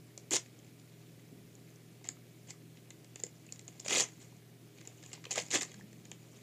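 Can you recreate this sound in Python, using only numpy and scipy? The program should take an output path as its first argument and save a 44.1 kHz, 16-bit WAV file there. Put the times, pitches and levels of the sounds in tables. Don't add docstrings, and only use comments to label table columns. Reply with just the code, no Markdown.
import sys
import numpy as np
from scipy import signal
from scipy.fft import rfft, irfft
from scipy.io import wavfile
from scipy.ndimage import uniform_filter1d

SR = 44100
rng = np.random.default_rng(int(sys.argv[2]) if len(sys.argv) > 2 else 0)


def ratio_of_db(decibels):
    return 10 ** (np.asarray(decibels, float) / 20)


def wav_out(sig):
    wavfile.write(sys.argv[1], SR, np.round(np.clip(np.atleast_2d(sig).T, -1, 1) * 32767).astype(np.int16))


N = 283122
FIRM_DB = -35


def evened(x):
    return x / np.sqrt(np.mean(x ** 2) + 1e-20)


def read(points, hz):
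    point_hz, value = np.transpose(points)
    return np.interp(np.log(hz + 1), np.log(point_hz + 1), value)


def add(mix, start_s, sound):
    part = mix[round(start_s * SR):][:len(sound)]
    part += sound[:len(part)]


def ring(x, hz, width_hz):
    radius = np.exp(-np.pi * width_hz / SR)
    return signal.lfilter([1 - radius], [1, -2 * radius * np.cos(2 * np.pi * hz / SR), radius ** 2], x)


def pull(t, start_s, rise_s, peak_db, swell_db, fade_s):
    u = t - start_s
    swelling = peak_db - swell_db * (1 - u / rise_s)
    fading = peak_db - 60 * (u - rise_s) / fade_s
    db = np.where(u < rise_s, swelling, fading)
    return np.where(u < 0, -200, np.maximum(db, -200))


# frequency in Hz, level in dB per Hz.
PAPER_SPECTRUM = [(71, -62), (120, -2.5), (498, -3.5), (748, -4.5), (881, -11), (1020, -7.5), (1320, -14.5),
                  (1650, -13), (2030, -6), (3970, -9.5), (5610, -8.5), (7010, -1), (8950, -14),
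                  (12600, -25.5), (15500, -44)]


def paper_part(lo_hz, hi_hz):
    hz = abs(np.fft.fftfreq(4096, 1 / SR)) + 1
    slopes = (1 + (lo_hz / hz) ** 6) * (1 + (hz / hi_hz) ** 6)
    log_gain = np.log(ratio_of_db(read(PAPER_SPECTRUM, hz)) / np.sqrt(slopes) + 1e-5)
    phase = -signal.hilbert(log_gain).imag
    taps = np.fft.ifft(np.exp(log_gain + 1j * phase)).real[:2048]
    return taps / np.linalg.norm(taps)


def paper_parts():
    crackle = paper_part(4500, 9000)
    crackle = evened(crackle) + 0.5 * evened(ring(crackle, 7200, 970))
    sheet = paper_part(1200, 4500)
    box = paper_part(190, 1200)
    finest = signal.lfilter([1, -1.2, 0.6], [1], paper_part(9000, 30000))
    return [part / np.linalg.norm(part) for part in (crackle, sheet, box, finest)]


def breaks(per_s, spread_db, clump_db, clump_s):
    breaking = rng.random(N) < per_s / SR
    sign = rng.standard_normal(N)
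    size = np.minimum(rng.exponential(1, N), 3)
    clump = evened(signal.lfilter([1], [1, -np.exp(-1 / (clump_s * SR))], rng.standard_normal(N)))
    return evened(breaking * sign * ratio_of_db(spread_db * size + clump_db * clump))


def through_paper(levels_db, per_s, spread_db, clump_db, clump_s, patchy_db):
    out = np.zeros(N)
    fibres = breaks(per_s, spread_db, clump_db, clump_s)
    for part, db in zip(paper_parts(), levels_db):
        signs = rng.choice([-1., 1.], N)
        out += signal.oaconvolve(fibres * signs * ratio_of_db(db), part)[:N]
    z = signal.stft(out, nperseg=128)[2]
    patches = uniform_filter1d(rng.standard_normal(z.shape), size=3, axis=0)
    patches = evened(uniform_filter1d(patches, size=7, axis=1))
    return signal.istft(z * ratio_of_db(patchy_db * patches), nperseg=128)[1][:N]


# start in seconds, pull in seconds, peak in dB, swell in dB, fade in seconds per 60 dB.
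RIP_PULLS = [(.309, .022, -33.5, 0, 0.03), (0.33, .037, -25, 3, 0.01), (.369, .004, -39, 0.6, 0.0747),
             (2.043, .004, -59, 0.6, 0.2), (2.47, .038, -48.5, 17, 0.05), (3.847, .004, -45, 4, 0.25),
             (3.862, 0.018, -44, 9, 0.16), (3.893, .008, -28.5, 3, .08), (3.905, .108, -26, 6.5, .085),
             (4.198, .02, -54, 9, 0.18), (5.12, .018, -45, 25, 0), (5.309, .004, -31.5, -2, 0.09),
             (5.355, 0.066, -42.5, -2, 0.16), (5.505, .042, -27.5, 16, 0.1446),
             (5.609, .012, -32, 3.5, 0.077)]
# start in seconds, time to peak in seconds, peak in dB, swell in dB, fade in seconds per 60 dB.
SHEET_FLAPS = [
    (.33, 0.033, -36, 3, 0.07),
    (2.045, 0.023, -55.5, 1, 0.16),
    (3.9, 0.017, -31, 4, 0.1958),
    (3.939, 0.073, -33, 0, 0.1129),
    (4.05, .006, -49, 5, 0.08),
    (5.135, 0.019, -53, 2, 0.17),
    (5.292, 0.019, -45, 17, 0.24),
    (5.35, 0.028, -35, 9.5, 0.11),
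    (5.512, 0.044, -29.5, 12.5, 0.1236),
    (5.675, 0.0068, -54.5, 4, .25),
]


def rips():
    t = np.arange(N) / SR
    crackle_db = np.max([pull(t, *row) for row in RIP_PULLS], axis=0)
    flap_db = np.max([pull(t, *row) for row in SHEET_FLAPS], axis=0)
    effort_db = crackle_db - FIRM_DB
    sheet_db = np.maximum(FIRM_DB - 7.5 + 0.9 * effort_db, flap_db)
    box_db = np.maximum(FIRM_DB - 12.5 + effort_db, flap_db - 5.5)
    finest_db = FIRM_DB - 23.5 + 1.25 * effort_db
    tear_loss_db = 4.0
    levels_db = np.array([crackle_db, sheet_db, box_db, finest_db]) - tear_loss_db
    return through_paper(levels_db, 9000, spread_db=2.2, clump_db=2.2, clump_s=0.002, patchy_db=3.2)


# time in seconds, crack peak in dB, sheet in dB relative to crack, sheet ring in Hz.
LONE_CREASES = [(.177, -32, -18, 2400), (2.0425, -40, -8, 3200), (2.0514, -46, -10, 3220),
                (2.0722, -45.5, -4, 2030), (2.0879, -21.5, -14, 1940), (2.5058, -31, -12.5, 2360),
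                (2.9048, -37, -8, 3620), (3.158, -33, -9.5, 2830), (3.194, -47, -3.5, 3810),
                (3.1995, -36.5, -10, 1810), (3.2361, -21.5, -17, 2050), (3.2654, -41, -9.5, 2840),
                (3.4649, -45.5, -9, 2730), (3.5231, -30.5, -16, 2550), (3.5928, -38.5, -10, 2530),
                (3.679, -35, -12, 4160), (3.6854, -47, -2, 2640), (3.7964, -39.5, -7.5, 4150),
                (3.8001, -32.5, -28, 4150), (3.8074, -44, -15, 3130), (4.2173, -45, -20, 1950),
                (4.8739, -33.5, -14, 2600), (5.036, -44, -2, 1790), (5.0611, -40, -8, 2840),
                (5.1306, -32, -5, 2900), (5.1388, -34.5, -29, 1910), (5.4644, -41, -14, 3680),
                (5.4839, -42, -6, 2530), (5.7417, -41, -4.5, 1740), (6.115, -32.5, -6.5, 3600)]
# time in seconds, crack peak in dB, sheet in dB relative to crack, sheet ring in Hz.
TORN_CREASES = [(0.3081, -24, -17, 2020), (0.3332, -21.5, -8, 2070), (0.3585, -20, -11.5, 3700),
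                (0.3655, -19, -12, 1760), (3.881, -23.5, -6.5, 2640), (3.884, -23.5, -12, 2010),
                (3.898, -34, -11, 2170), (3.9054, -24.5, -3, 2330), (3.923, -23, -7, 3390),
                (3.93, -24, -21, 2530), (3.9848, -27, -9, 3370), (3.996, -23, -30, 2060),
                (4.0054, -17, -10, 4220), (4.0105, -25, -5, 2500), (5.309, -26.5, -9, 3090),
                (5.3174, -33, -9, 2060), (5.328, -27.5, -27, 2620), (5.3384, -30, -15, 3300),
                (5.3578, -25, -7, 3680), (5.3792, -24.5, -0.5, 2160), (5.3864, -30, -13, 2000),
                (5.4, -27, -13, 2200), (5.5053, -30, -21, 1920), (5.5134, -28, -16, 2070),
                (5.5284, -30, 0, 2710), (5.5413, -20.5, -2.5, 1740), (5.5554, -20, -3, 2770),
                (5.5854, -32, -12, 2000), (5.6106, -27, -1.5, 2150), (5.6304, -27.5, -4, 2070)]
# time in seconds, crack peak in dB, sheet in dB relative to crack, sheet ring in Hz.
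FINGER_TICKS = [(.1974, -52, -11, 1960), (.4594, -53.5, 6.5, 2400), (0.5896, -49, -10, 4090),
                (.6459, -54, -2, 1800), (.7976, -51.5, -13, 2690), (1.552, -47.5, -22, 2260),
                (1.7035, -53, -12, 2350), (1.7592, -50.5, -17, 2220), (2.77, -54.5, 3.5, 1850),
                (3.045, -48, -6, 2250), (3.559, -45, -11, 2710), (3.6124, -51, -15, 2030),
                (3.8471, -45, -7, 4190), (3.8602, -42.5, 4, 2760), (4.0858, -44.5, -4, 2250),
                (4.366, -53.5, -6, 1940), (4.7833, -51.5, 2.5, 2460), (4.8072, -51, -1, 2450),
                (4.8116, -46, 1, 1740), (4.8525, -46, -8, 2230), (5.027, -46, -2.5, 2770),
                (5.1154, -48.5, 0, 2820), (5.24, -48, 8, 1850), (5.252, -46, 10.5, 1960),
                (5.6494, -39, -12, 2820), (5.7164, -42, -5, 2270), (5.7997, -52.5, -9.5, 1780),
                (5.9289, -49, -2, 1900), (6.0525, -41.5, -8, 2400)]


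def snaps():
    out, t = np.zeros(N), np.arange(900) / SR
    crackle, sheet, box, finest = paper_parts()
    rows = LONE_CREASES + TORN_CREASES + FINGER_TICKS
    for start_s, db, sheet_db, sheet_hz in rows:
        noise = rng.standard_normal(900)
        burst = noise * (t / 0.0006) ** 2 * np.exp(-t / 0.0004)
        slower = noise * (t / 0.001) ** 2 * np.exp(-t / 0.0011)
        crack_hz = 6950 * (1 + 0.098 * noise[0])
        crack = np.convolve(burst, crackle + ratio_of_db(-16.5) * finest)[:900]
        crack = evened(crack) + 0.51 * evened(ring(crack, crack_hz, 1250))
        flex = np.convolve(slower, sheet)[:900]
        flex = evened(flex) + 0.37 * evened(ring(flex, sheet_hz, 490))
        thud = np.convolve(slower, box)[:900]
        box_db = -13 + (0.56 - 1) * (db - FIRM_DB) + 0.3 * sheet_db
        for part, rel_db in zip((crack, flex, thud), (0, sheet_db + 1.0, box_db)):
            add(out, start_s - 0.0002, part / abs(part).max() * ratio_of_db(db + rel_db + 0.83))
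    return out


# time in seconds, peak in dB, ring in Hz, t60 in seconds.
BOX_KNOCKS = [(0.315, -29, 315, 0.037), (1.325, -41, 249, 0.037), (5.78, -56, 334, 0.03),
              (0.176, -45, 580, 0.03), (2.505, -49.5, 650, 0.028), (3.158, -43, 460, 0.013),
              (3.237, -29.5, 455, 0.013), (3.861, -32, 584, 0.028), (3.972, -24.5, 527, 0.026),
              (4.011, -29, 500, 0.028), (5.31, -35, 770, 0.026), (5.377, -21, 614, 0.022),
              (.346, -31.5, 330, .035), (2.05, -46, 800, .012), (4.9, -47, 600, 0.014),
              (5.178, -44.5, 900, 0.0098), (5.266, -40, 480, 0.02), (5.742, -49, 700, .012),
              (5.796, -43, 900, 0.0091), (6.115, -45, 950, 0.011), (2.1695, -47, 1180, 0.009),
              (2.2199, -51, 2200, 0.009), (2.5394, -51, 1180, 0.0099), (3.49, -40, 2650, 0.011),
              (4.3246, -47.5, 929, 0.0083), (5.2674, -37, 2500, 0.009), (5.7418, -45, 1730, 0.009),
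              (5.8102, -41.5, 1810, 0.016)]


def knocks():
    out, t = np.zeros(N), np.arange(3000) / SR
    for start_s, db, hz, t60_s in BOX_KNOCKS:
        contact = 0.22 * rng.standard_normal(3000) * np.exp(-t / 0.00098)
        mode = np.sin(2 * np.pi * hz * t) + contact
        onset = 1 - np.exp(-t / 0.00078)
        add(out, start_s, ratio_of_db(db - 60 * t / max(t60_s, 0.004)) * mode * onset)
    return out


# time in seconds, handling in dB.
HANDLING = [(0, -74), (.27, -72), (.5, -70), (1.5, -72), (3.02, -73.5), (3.6, -66.5), (4.06, -61.5),
            (4.27, -63.5), (4.5, -81), (4.79, -65.5), (5.08, -60.5), (5.2, -69), (5.27, -64), (5.47, -60),
            (5.6, -50), (5.72, -60), (5.88, -68.5), (6.42, -64)]


def rustle():
    calm_db = -70
    handling_db = np.interp(np.arange(N) / SR, *np.transpose(HANDLING)) - calm_db
    crackle_db = calm_db - 8.5 + handling_db
    sheet_db = calm_db - 4.5 + 0.44 * handling_db
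    box_db = sheet_db - 1.5 + 0.14 * handling_db
    levels_db = crackle_db, sheet_db, box_db, crackle_db - 14.0
    return through_paper(levels_db, 5000, spread_db=-1.0, clump_db=1.0, clump_s=0.028, patchy_db=3.5)


# start in seconds, time to peak in seconds, peak in dB, fade in seconds per 60 dB.
BODY_SHIFTS = [
    (1.3, 0.17, -56, .85),
    (5.72, .075, -55.5, 2),
]


def shifts():
    t, floor_hz = np.arange(N) / SR, 199
    effort_db = np.max([pull(t, start_s, rise_s, peak_db, 11, fade_s)
                        for start_s, rise_s, peak_db, fade_s in BODY_SHIFTS], axis=0)
    rumble = ring(ring(rng.standard_normal(N), floor_hz, 60), floor_hz, 60)
    return ratio_of_db(effort_db - 2.0) * evened(rumble)


# frequency in Hz, t60 in seconds.
ROOM_T60 = [(250, 0.18), (700, 0.17), (2000, 0.19), (7000, 0.15), (12000, 0.12)]
# delay in seconds, level in dB.
EARLY_ECHOES = [(.0024, -12), (.0125, -24), (.0155, -25), (.022, -26), (.029, -27)]


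def room(x):
    length = SR // 2
    taps, early = np.zeros(length), np.zeros(length)
    at = np.arange(300, length - 20, 20)
    taps[at + rng.integers(0, 20, len(at))] = rng.choice([-1., 1.], len(at))
    hz, t, z = signal.stft(taps, SR, nperseg=256)
    decay = ratio_of_db(-60 * t / read(ROOM_T60, hz)[:, None])
    tail = signal.istft(z * decay, SR, nperseg=256)[1][:length]
    for delay_s, db in EARLY_ECHOES:
        add(early, delay_s, ratio_of_db(db) * np.ones(1))
    response = early + ratio_of_db(-13) * tail / np.linalg.norm(tail)
    return x + signal.oaconvolve(x, response)[:N]


# frequency in Hz, level in dB per Hz.
AIR_SPECTRUM = [(15, -80), (25, -33), (86, -21.5), (101, -14), (122, -10), (173, -5.5), (193, -13),
                (233, -8), (367, -13.5), (409, -17), (443, -17.5), (719, -22.5), (780, -31.5), (2110, -29),
                (15400, -35)]
# frequency in Hz, level in dB, width in Hz.
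MOTOR_LINES = [(119.8, -61, 0.14), (161.2, -64, 2.3), (321, -70.5, 24), (394, -75, 2.9), (412.7, -73, 2.2),
               (716, -90, 1.2), (2290, -83, 2.5)]


def house():
    frames, hz = N // 512 + 5, np.fft.rfftfreq(2048, 1 / SR)
    real, imag, patches = rng.standard_normal((frames, 1025, 3)).T
    patches_db = evened(uniform_filter1d(uniform_filter1d(patches, 16, 0), 8, 1))
    z = (real + 1j * imag) * ratio_of_db(read(AIR_SPECTRUM, hz)[:, None] + patches_db)
    out = ratio_of_db(-60.5) * evened(signal.istft(z, nperseg=2048, noverlap=1536)[1][:N])
    t = np.arange(N) / SR
    for line_hz, db, width_hz in MOTOR_LINES:
        waver = ring(ring(rng.standard_normal(N), line_hz, width_hz + 6), line_hz, width_hz + 6)
        steady = 2.4 * np.sin(2 * np.pi * line_hz * t)
        out += ratio_of_db(db) * evened(steady + evened(waver) * min(width_hz / 4, 1.5))
    return out


def scene():
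    paper = room(rips() + rustle() + snaps() + knocks())
    bass_cut = signal.butter(3, 110, "highpass", fs=SR, output="sos")
    return (signal.sosfilt(bass_cut, paper) + shifts() + house())[None]


def top_cut(x):
    return signal.sosfilt(signal.butter(12, 15950, fs=SR, output="sos"), x)


def record(dry):
    in_band = np.fft.rfftfreq(N, 1 / SR) < 15440
    limited = irfft(rfft(dry) * in_band, N)
    return top_cut(limited)


dry = scene()
out = record(dry)
wav_out(out)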